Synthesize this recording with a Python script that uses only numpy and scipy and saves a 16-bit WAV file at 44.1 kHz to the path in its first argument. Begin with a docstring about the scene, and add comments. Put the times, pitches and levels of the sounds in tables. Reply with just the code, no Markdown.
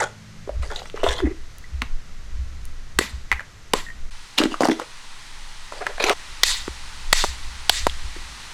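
"""Chopping crabs outdoors

A cook picks crabs from a metal bowl, chops them on a tree-stump block and tosses pieces onto a tray.
Struck things are damped tones with noise bursts, crunches are swarms of tiny cracks, glugs are sliding tones.
Each blow returns as a hiss from the palms around; filtered noise makes the rustling leaves and buffeting wind.
At 4.108 s the air and the returns abruptly change colour; the loudest peaks overload the microphone."""
import sys
import numpy as np
from scipy import signal
from scipy.fft import rfft, irfft
from scipy.io import wavfile
from scipy.ndimage import uniform_filter1d

SR = 44100
rng = np.random.default_rng(int(sys.argv[2]) if len(sys.argv) > 2 else 0)


def master_out(mix):
    """Clip the mix to full scale and print it as 16-bit PCM to the path in sys.argv[1]."""
    frames = np.transpose(np.atleast_2d(mix))
    ceiling = np.clip(frames, -1, 1)
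    pcm = np.round(ceiling * 32767).astype(np.int16)
    wavfile.write(sys.argv[1], SR, pcm)


def ratio(d):
    """dB to gain"""
    e = np.asarray(d, float) / 20
    return 10 ** e


N = 376173
T = np.arange(N) / SR
AIR_SWITCH_S = 4.108  # air and returns change colour here
SHELL_STOP_S = 6.135  # the shell sounds stop dead here


def curve(rows, column, off=-90):
    """One column of a table joined by straight lines over time, at the level `off` outside it."""
    rows = np.array(rows)
    return np.interp(T, rows[:, 0], rows[:, column], left=off, right=off)


def colour(x, points):
    """Shape the spectrum by (pitch_hz, level_db) points, then set the rms to 1."""
    hz, db = np.transpose(points)
    f = np.arange(len(x) // 2 + 1) * SR / len(x) + 1
    gain = ratio(np.interp(np.log(f), np.log(hz), db))
    y = irfft(rfft(x) * gain, len(x))
    return y / np.sqrt(np.mean(y ** 2))


def band(x, low_hz, high_hz, order=2):
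    """Keep one band of pitches, then set the rms to 1."""
    edges_hz = [low_hz, min(high_hz, .45 * SR)]
    y = signal.sosfilt(signal.butter(order, edges_hz, "band", fs=SR, output="sos"), x)
    return y / np.sqrt(np.mean(y ** 2))


def walk(rate, size=N):
    """Random levels held for 1 / rate seconds, then smoothed twice."""
    k = int(SR / rate)
    steps = np.repeat(rng.standard_normal(size // k + 1), k)
    return uniform_filter1d(uniform_filter1d(steps, k), k)[:size]


def ring(hz, t60, rise, size=4000):
    """A vibration that builds over about `rise` seconds and decays by 60 dB in `t60` seconds."""
    t = np.arange(size) / SR
    return np.sin(2 * np.pi * hz * t) * 1000 ** (-t / t60) * (1 - np.exp(-t / rise))


def add(out, s, x):
    """Mix x into out from time s."""
    i = int(s * SR)
    out[i:i + len(x)] += x[:N - i]


def boost(x, peaks):
    """Lift each resonance given as (pitch_hz, width_hz, boost_db)."""
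    for hz, width, db in peaks:
        resonance = signal.lfilter(*signal.iirpeak(hz, hz / width, fs=SR), x)
        x = x + (ratio(db) - 1) * resonance
    return x


# colour of the open air before and after the switch: pitch_hz, relative level_db per Hz
AIR_COLOURS = [(65, -6), (110, 0), (327, -16), (823, -20), (1310, -16), (3350, -21.5), (6420, -23.5),
               (13400, -42), (16500, -73)], [(65, -33), (110, -4), (301, -14), (477, -16.5), (700, -15),
               (858, -6.5), (4310, -9.5), (9370, -18.5), (15200, -42.5)]
# loudness of the air before and after the switch: time_s, level_db
AIR_LEVELS = [(0, -47), (4.1, -47.5)], [(4.1, -45), (6.1, -42.5), (6.2, -41), (8.53, -40)]
# tones of a far motor: pitch_hz, average level_db
MOTOR_TONES = [(107.7, -48.5), (161.5, -51.5), (209.9, -54)]


def air():
    """Leaf hiss is coloured noise whose colour jumps; a far motor's wavering tones hum at the start."""
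    before, after = (colour(rng.standard_normal(N), points) * ratio(curve(rows, 1))
                     for points, rows in zip(AIR_COLOURS, AIR_LEVELS))
    hum = np.zeros(N)
    for hz, db in MOTOR_TONES:
        level = np.sqrt(2) * ratio(db + 3.67 * walk(18.815))
        hum += level * np.sin(2 * np.pi * hz * T)
    return np.where(T < AIR_SWITCH_S, before, after) + hum * (T < .45)


# wind on the microphone: time_s, average buffet_db, average flutter_db
WIND_LEVELS = [(0.0, -51, -50), (0.45, -48.5, -53), (0.59, -22, -26.5), (0.92, -37, -59), (1.12, -24, -34),
               (1.64, -39.5, -52), (1.78, -37, -29.5), (1.99, -23, -56.5), (2.4, -27, -32.5),
               (2.83, -28.5, -43), (3.04, -45, -47), (3.18, -30, -38), (3.49, -41, -55),
               (4.16, -30.5, -42.5), (4.32, -42.5, -63.5), (7.89, -30, -37), (8.53, -39, -53.5)]
# dull low bumps, perhaps gusts flexing the windshield: start_s, level_db
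BUMPS = [(0.594, -8), (1.076, -14), (1.238, -6.5), (1.739, -14.5), (2.389, -14), (2.964, -17.5),
         (3.132, -14), (3.328, -16.5), (6.689, -19), (7.279, -18), (7.82, -19), (8.04, -18.5)]


def wind():
    """Air pushing on the microphone: slow deep buffets, a faster flutter and lone ringing bumps."""
    buffet = band(rng.standard_normal(N), 7.37, 20.5, order=3)
    flutter = band(rng.standard_normal(N), 47.0, 69.2)
    out = ratio(curve(WIND_LEVELS, 1) + 5.6 * walk(10.0)) * buffet
    out += ratio(curve(WIND_LEVELS, 2) + walk(5.4)) * flutter
    for s, db in BUMPS:
        add(out, s, ratio(db) * ring(61.6, 0.16, 0.01, size=20000))
    return out


# air pockets in the wet bowl as a crab comes free:
# start_s, length_s, average first_pitch_hz, average last_pitch_hz, average level_db
AIR_POCKETS = [(1.219, 0.046, 431.5, 223, -14.5), (1.277, 0.024, 289, 340, -26),
               (1.307, 0.015, 391.3, 385, -22.5)]


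def glug():
    """Each air pocket swells and fades unevenly while its trembling pitch slides with its size."""
    out = np.zeros(N)
    for s, length, first_hz, last_hz, db in AIR_POCKETS:
        u = np.linspace(0, 1, int(length * SR))
        level = ratio(db + 2.5 * walk(200, size=len(u))) * np.sin(np.pi * u) ** 0.82
        hz = (first_hz + (last_hz - first_hz) * u) * (1 + .05 * walk(250, size=len(u)))
        add(out, s, level * np.sin(2 * np.pi * np.cumsum(hz) / SR))
    return out


# shells sliding and crunching:
# start_s, hold_s, average body_db, average treble_db, pitch_hz of the commonest fragments
CRUNCHES = [(0, .04, -24, -34.5, 1333), (0.62, 0.26, -49.5, -50, 5730), (0.623, 0.03761, -39.5, -45, 1320),
            (0.704, 0.031, -35.5, -47, 1618), (0.748, 0.05, -42, -40.5, 4000),
            (0.958, 0.05535, -36.5, -44.5, 2720), (1.038, 0.057, -27.5, -32, 3585),
            (1.107, 0.022, -31, -31.5, 1900), (1.145, 0.039, -37, -41.5, 3660),
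            (1.188, 0.016, -32.5, -42.5, 1900), (1.226, 0.0768, -42.5, -66, 2060),
            (4.38, 0.014, -27, -25, 3193), (4.403, 0.039, -28, -37, 1554),
            (4.512, 0.022634, -40.5, -40, 2870), (4.607, 0.059, -31, -34.5, 1190),
            (4.711, 0.007, -31, -32.5, 2570), (4.794, 0.028483, -35.5, -45.5, 1200),
            (5.721, 0.07, -40, -48, 613), (5.81, 0.015, -29, -49, 675.8), (5.861, 0.048, -34.5, -61.5, 670),
            (6.001, 0.084, -26, -32, 2472), (6.074, 0.045, -22, -31.5, 1090)]


def crunch_levels():
    """Body level, treble level and pitch: crunches rise fast, hold, die away; the loudest sets the pitch."""
    rise_db_per_s, fall_db_per_s = 3000, 600
    levels_db, common_hz = np.full((2, N), -90.), np.ones(N)
    for s, hold, *db, hz in CRUNCHES:
        rise = rise_db_per_s * np.minimum(T - s, 0)
        fall = fall_db_per_s * np.maximum(T - s - hold, 0)
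        slope = rise - fall
        common_hz[max(db) + slope > levels_db.max(axis=0)] = hz
        levels_db = np.maximum(levels_db, np.array(db)[:, None] + slope)
    return *levels_db, common_hz


# colour of the crunching fragments: pitch_hz, relative level_db per Hz
GRIT_COLOUR = [(200, -10.5), (426, 9), (799, 5.5), (2370, -4), (8970, -18.5), (15300, -42)]


def scrape():
    """Dense uneven tiny cracks; each size of fragment rings its own pitch and comes and goes by itself."""
    favour_db, favour_octaves = 7, 0.18  # how far the commonest fragments stand out, and how alike they are
    body_db, treble_db, common_hz = crunch_levels()
    on = body_db > -75  # work only where a crunch can be heard
    n, (grit_hz, grit_db) = on.sum(), np.transpose(GRIT_COLOUR)
    parts, power = np.zeros((2, 2, n))  # body and treble
    # cracks that ring every size at once, about 160 a second
    together = (rng.random(n) < 160 / SR) * ratio(6.5 + 3.4 * rng.standard_normal(n))
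    for hz in 300 * 2 ** (np.arange(23) / 4):
        chance = rng.random((3, n))
        happens = chance[0] < 450 / SR
        sign = np.sign(chance[1] - .5)
        hits = together + happens * sign * ratio(-3.5 * np.log(chance[2] + 0.0041))
        # a band is as wide as its pitch, so dB per Hz becomes dB per band
        db = np.interp(np.log(hz), np.log(grit_hz), grit_db) + 10 * np.log10(hz)
        db = db + favour_db * np.exp(-(np.log2(hz / common_hz[on]) / favour_octaves) ** 2)
        part = int(hz > 2700)
        power[part] += ratio(2 * db)
        parts[part] += ratio(db + 4.7 * walk(21.83, size=n)) * band(hits, 0.934 * hz, 1.061 * hz)
    parts = parts / np.sqrt(power)
    out = np.zeros(N)
    jolts = ratio(2.4 * walk(140, size=n))
    out[on] = jolts * (ratio(body_db[on]) * parts[0] + ratio(treble_db[on]) * parts[1])
    return out


def snap(db, hz, cycles, rough_cycles=4.1, rough_db=-3):
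    """A tick, brighter for harder blows, and the snap of the shell with rough edges."""
    t = np.arange(4000) / SR
    chance = rng.standard_normal((2, len(t)))
    tick = band(chance[0], 2000, 8600) * np.exp(-t / 0.0017)
    rough = band(chance[1], 0.37 * hz, 1.25 * hz)
    rough = rough * np.exp(-t * hz / (0.5 * cycles + rough_cycles)) * (1 - np.exp(-2 * t * hz))
    rough = ratio(rough_db) * 3 / (cycles + 6) * rough
    return ratio(db) * (ring(hz, cycles / hz, 0.27 / hz) + rough + ratio(0.063 * db - 24.5) * tick)


def hollow(db, hz):
    """The shell's cavity: a hollow ring beating with its neighbour mode."""
    return ratio(db) * (ring(hz, 15 / hz, 0.0015) + 0.29 * ring(1.23 * hz, 13 / hz, 0.00248))


# vibrations of the tray: pitch_hz, average relative level_db, decay_s to fall by 60 dB
TRAY_MODES = [(257, -18, 0.13), (310, -1, 0.042), (385, -5, 0.0266)]


def tray(db):
    """Every landing spot shares the blow differently among the tray's modes."""
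    return sum(ratio(db + mode_db + 3.8 * rng.standard_normal()) * ring(hz, t60, 0.0025)
               for hz, mode_db, t60 in TRAY_MODES)


# hollow shells knocking together or on the block: start_s, snap_db, snap_hz, hollow_db, hollow_hz
SHELL_KNOCKS = [(0.02, -7.5, 1320, -11, 639.5), (0.475, -28, 930, -18.5, 410), (0.493, -21, 920, -9, 610),
                (0.819, -23.5, 820, -22, 760), (0.942, -40, 910, -14.5, 440),
                (1.033, -8.5, 919.2, -3, 636.2), (1.04, -24, 886, -5.5, 428), (1.065, -5, 953.6, -1.5, 680),
                (1.091, -9, 3593, -12, 463), (1.108, -9.5, 1900, -27, 480.3),
                (1.203, -11.5, 1402, -19, 454.6), (1.271, -23, 758, -10, 331.5),
                (1.819, -2.5, 2430, -23.5, 248), (5.723, -16, 949, -27, 620.5),
                (5.981, -14, 1578, -19, 732.4), (6.004, -14, 1090, -14, 458.8),
                (6.027, -6, 4000, -20, 438.5), (6.04, 4, 2550, -10.5, 373.6), (6.096, 5.5, 2630, -24, 500),
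                (6.101, -5, 1304, -7.5, 417), (6.107, -11, 955, -5, 610), (8.163, -25, 2011, -26, 356)]
# pieces bouncing on the tray: start_s, snap_db, snap_hz, tray_db
TRAY_BOUNCES = [(4.385, 11, 3060, -16), (4.402, -12.5, 921, -3), (4.415, -5, 1202, -7.5),
                (4.437, 1.5, 3470, -10), (4.455, -7, 1591, -2.5), (4.519, -15, 934, -15.5),
                (4.607, 3.5, 590, -8), (4.622, 0.5, 729, -12.5), (4.634, -0.5, 1540, -5.5),
                (4.649, -8, 600, -20), (4.654, 4, 765, -15.5), (4.686, 1.5, 710, 1.5), (4.698, -8, 1703, 1),
                (4.716, -6, 1853, -7.5), (4.798, -5, 980, -27.5)]
# thin legs and splinters clicking, and the short 1 kHz ring of one cleaver blow at 3.737 s: start_s, level_db,
# pitch_hz, ring length in cycles
LEG_CLICKS = [(0.025, -19.5, 3730, 15), (0.632, -25, 1290, 14.2), (0.72, -22.5, 1010, 9.65),
              (0.761, -15.5, 3840, 39), (0.857, -19, 1694, 7.3), (0.899, -21, 2980, 8.15),
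              (0.975, -17, 1170, 7.6), (1.119, -14, 1740, 16), (1.129, -24, 4000, 23),
              (1.584, -23, 11220, 8.5), (1.641, -34.5, 1970, 57), (1.82, -13.5, 1040, 12),
              (2.654, -20.5, 9545, 9.8), (3.316, 1, 2070, 15), (3.326, -2, 1960, 10.5),
              (3.317, -19, 980, 43), (3.335, -14, 2400, 14), (3.395, -16.5, 1741, 25.73),
              (3.406, -15.5, 1561, 7.1), (3.737, -3.5, 1025, 16), (3.865, -31, 1860, 140),
              (3.886, -31, 1843, 136.6), (3.902, -28, 1863, 92), (4.381, 0.5, 3410, 15),
              (4.394, -6, 2813, 16), (4.397, -9, 3300, 11), (4.542, -10, 1205, 16.5),
              (5.867, -2, 1721, 6.6), (6.041, -11, 5902, 55), (6.098, -24, 5800, 25),
              (7.897, -12.5, 3300, 18)]


def knocks():
    """Knocks ring the shell's own cavity, bounces ring the tray, clicks are dry."""
    out = np.zeros(N)
    for s, snap_db, snap_hz, hollow_db, hollow_hz in SHELL_KNOCKS:
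        add(out, s, snap(snap_db, snap_hz, cycles=7.2) + hollow(hollow_db, hollow_hz))
    for s, snap_db, snap_hz, tray_db in TRAY_BOUNCES:
        add(out, s, snap(snap_db, snap_hz, cycles=5.4, rough_db=-8.5) + tray(tray_db))
    for s, db, hz, cycles in LEG_CLICKS:
        add(out, s, snap(db, hz, cycles, rough_cycles=4.2))
    return out


# a piece dropping back on the block: start_s, snap_db, snap_hz, block_db, block_hz
BLOCK_DROPS = [(3.011, -14, 1750, -5, 450), (3.752, -16, 1000, -7, 480), (6.679, -10, 1240, -6.5, 360),
               (7.24, 4, 1010, -21, 470), (7.245, -1, 780, -18, 479.1), (7.868, 11, 1000, 4, 590),
               (7.871, -3.5, 890, -14, 606)]


def drops():
    """Solid wood under the claw: a short snap and a dead thud."""
    out = np.zeros(N)
    for s, snap_db, snap_hz, block_db, block_hz in BLOCK_DROPS:
        thud = ratio(block_db) * ring(block_hz, 4.5 / block_hz, 0.0013)
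        add(out, s, snap(snap_db, snap_hz, cycles=4.2, rough_cycles=1.0, rough_db=-13) + thud)
    return out


def patchy(x, patch_db, rate):
    """Each half octave swells and fades by itself."""
    spectrum = rfft(x)
    octave = np.log2(np.arange(len(x) // 2 + 1) * SR / len(x) + 1)
    out = np.zeros(len(x))
    for centre in np.arange(6.5, 15, .5):
        share = np.clip(1 - 2 * np.abs(octave - centre), 0, 1)
        out += ratio(patch_db * walk(rate, size=len(x))) * irfft(spectrum * share, len(x))
    return out


# cleaver through shell into wood:
# start_s, level_db of the whole blow, then within it shell_db, shell_hz, thud_db, thud_hz, echo_db
CLEAVER_BLOWS = [(2.988, -6, -1.5, 1720, 1, 378, -19), (3.735, -9.5, -19, 2200, 8, 428, -17.5),
                 (6.4336, -6.5, -2, 2030, -31, 900, -10), (7.128, -2, -12, 3140, 3.5, 900, -14.5),
                 (7.695, -3.5, -4, 3280, 1, 706, -17.5)]
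# ring of the blade: pitch_hz, level_db within the blow, decay_s to fall by 60 dB
BLADE_MODES = [(3680, -34, .12), (4480, -29, .25), (7740, -30, .15)]
# colour of the returns before and after the switch: pitch_hz, relative level_db per Hz
ECHO_COLOURS = ([(120, -17), (200, -1.5), (664, -13), (979, -7), (4530, -9), (12500, -25), (15600, -40.5)],
                 [(180, -59), (300, -19), (1210, -7.5), (1800, -2.5), (4390, 4.5), (10900, -13),
                 (15700, -29)])
# resonances of block and blade that colour the returns: pitch_hz, width_hz, boost_db
ECHO_RESONANCES = [(1010, 75, 5.5), (1900, 270, 5), (3636, 100, 6), (4450, 90, 2.5), (7500, 910, 7)]
# delay at which the far returns are thickest, before and after the switch: delay_s
ECHO_PEAKS = 0.033, 0.053


def cleaver():
    """A splintering burst, the stump's thud, the blade's ring, and returns scattered by trunks and fronds."""
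    crack_s, through_s = 0.0035, 0.00232  # the blade meets shell first and wood `through_s` later
    low_echo_hz, low_echo_late = 2640, 0.28  # delay of deep far returns, as a share of the peak delay
    out, t = np.zeros(N), np.arange(SR // 2) / SR
    for s, db, shell_db, shell_hz, thud_db, thud_hz, echo_db in CLEAVER_BLOWS:
        chance = rng.standard_normal((2, len(t)))
        after = int(s > AIR_SWITCH_S)
        crack = ratio(shell_db) * band(chance[0], 0.83 * shell_hz, 1.1 * shell_hz)
        crack += band(chance[0], 760, 4530) + ratio(-9.5) * band(chance[0], 5200, 8900)
        crack = crack * np.exp(-(t / crack_s) ** 3)
        thud = np.roll(ring(thud_hz, 7 / thud_hz, 0.00035, size=len(t)), int(through_s * SR))
        blade = sum(ratio(mode_db) * ring(mode_hz, t60, 0.000651, size=len(t))
                    for mode_hz, mode_db, t60 in BLADE_MODES)
        # near returns fade at once; far ones swell, then fade
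        near = 4.07 * np.exp(-t / 0.003)
        late = t / ECHO_PEAKS[after]
        far = 0.41 * (late * np.exp(1 - late)) ** 2.03
        far += (0.15, 0.13)[after] * (1 - np.exp(-late)) * np.exp(-t / 0.13)
        # each return is a separate patch of foliage, so the hiss is lumpy
        hiss = boost(colour(chance[1], ECHO_COLOURS[after]), ECHO_RESONANCES)
        hiss = patchy(hiss, patch_db=3.0, rate=69.4)
        # deeper far returns come only from far trunks, so they start later
        low = signal.sosfilt(signal.butter(2, low_echo_hz, fs=SR, output="sos"), hiss)
        echo = hiss * (near + far) - low * far * np.exp(-(late / low_echo_late) ** 3)
        add(out, s, ratio(db) * (crack + blade + ratio(thud_db) * thud + ratio(echo_db) * echo))
    return out


def scene():
    """Shell sounds scatter faintly from the ground and are silent for 0.2 s from their sudden stop."""
    shells = knocks() + scrape() + glug()
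    t = np.arange(SR // 8) / SR
    scatter = band(rng.standard_normal(len(t)), 230.0, 16500) * np.exp(-t / 0.043) * ratio(-43.0)
    shells = shells + signal.fftconvolve(shells, scatter)[:N]
    shells = shells * ((T < SHELL_STOP_S) | (T > SHELL_STOP_S + .2))
    # small things radiate no deep bass
    bass_cut = signal.butter(3, 170, "high", fs=SR, output="sos")
    near = signal.sosfilt(bass_cut, shells + cleaver() + drops())
    return (near + wind() + air())[None]


def band_limit(x):
    """A steep low-pass at the top of the band."""
    return signal.sosfilt(signal.butter(12, 16830, fs=SR, output="sos"), x)


# resonances of the microphone housing: pitch_hz, width_hz, boost_db
HOUSING = [(1960, 97, 4), (4070, 450, 1.5), (6140, 330, 1.5)]
# highest level the input lets through, before and after the shells stop: amplitude
CEILINGS = .6, .7


def record(dry):
    """The housing colours everything; the input stage flattens the loudest peaks."""
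    dry = boost(dry, HOUSING)
    top = np.where(T < SHELL_STOP_S, *CEILINGS)
    flattened = dry / (1 + np.abs(dry / top) ** 6) ** (1 / 6)
    return band_limit(flattened)


dry = scene()
out = record(dry)
master_out(out)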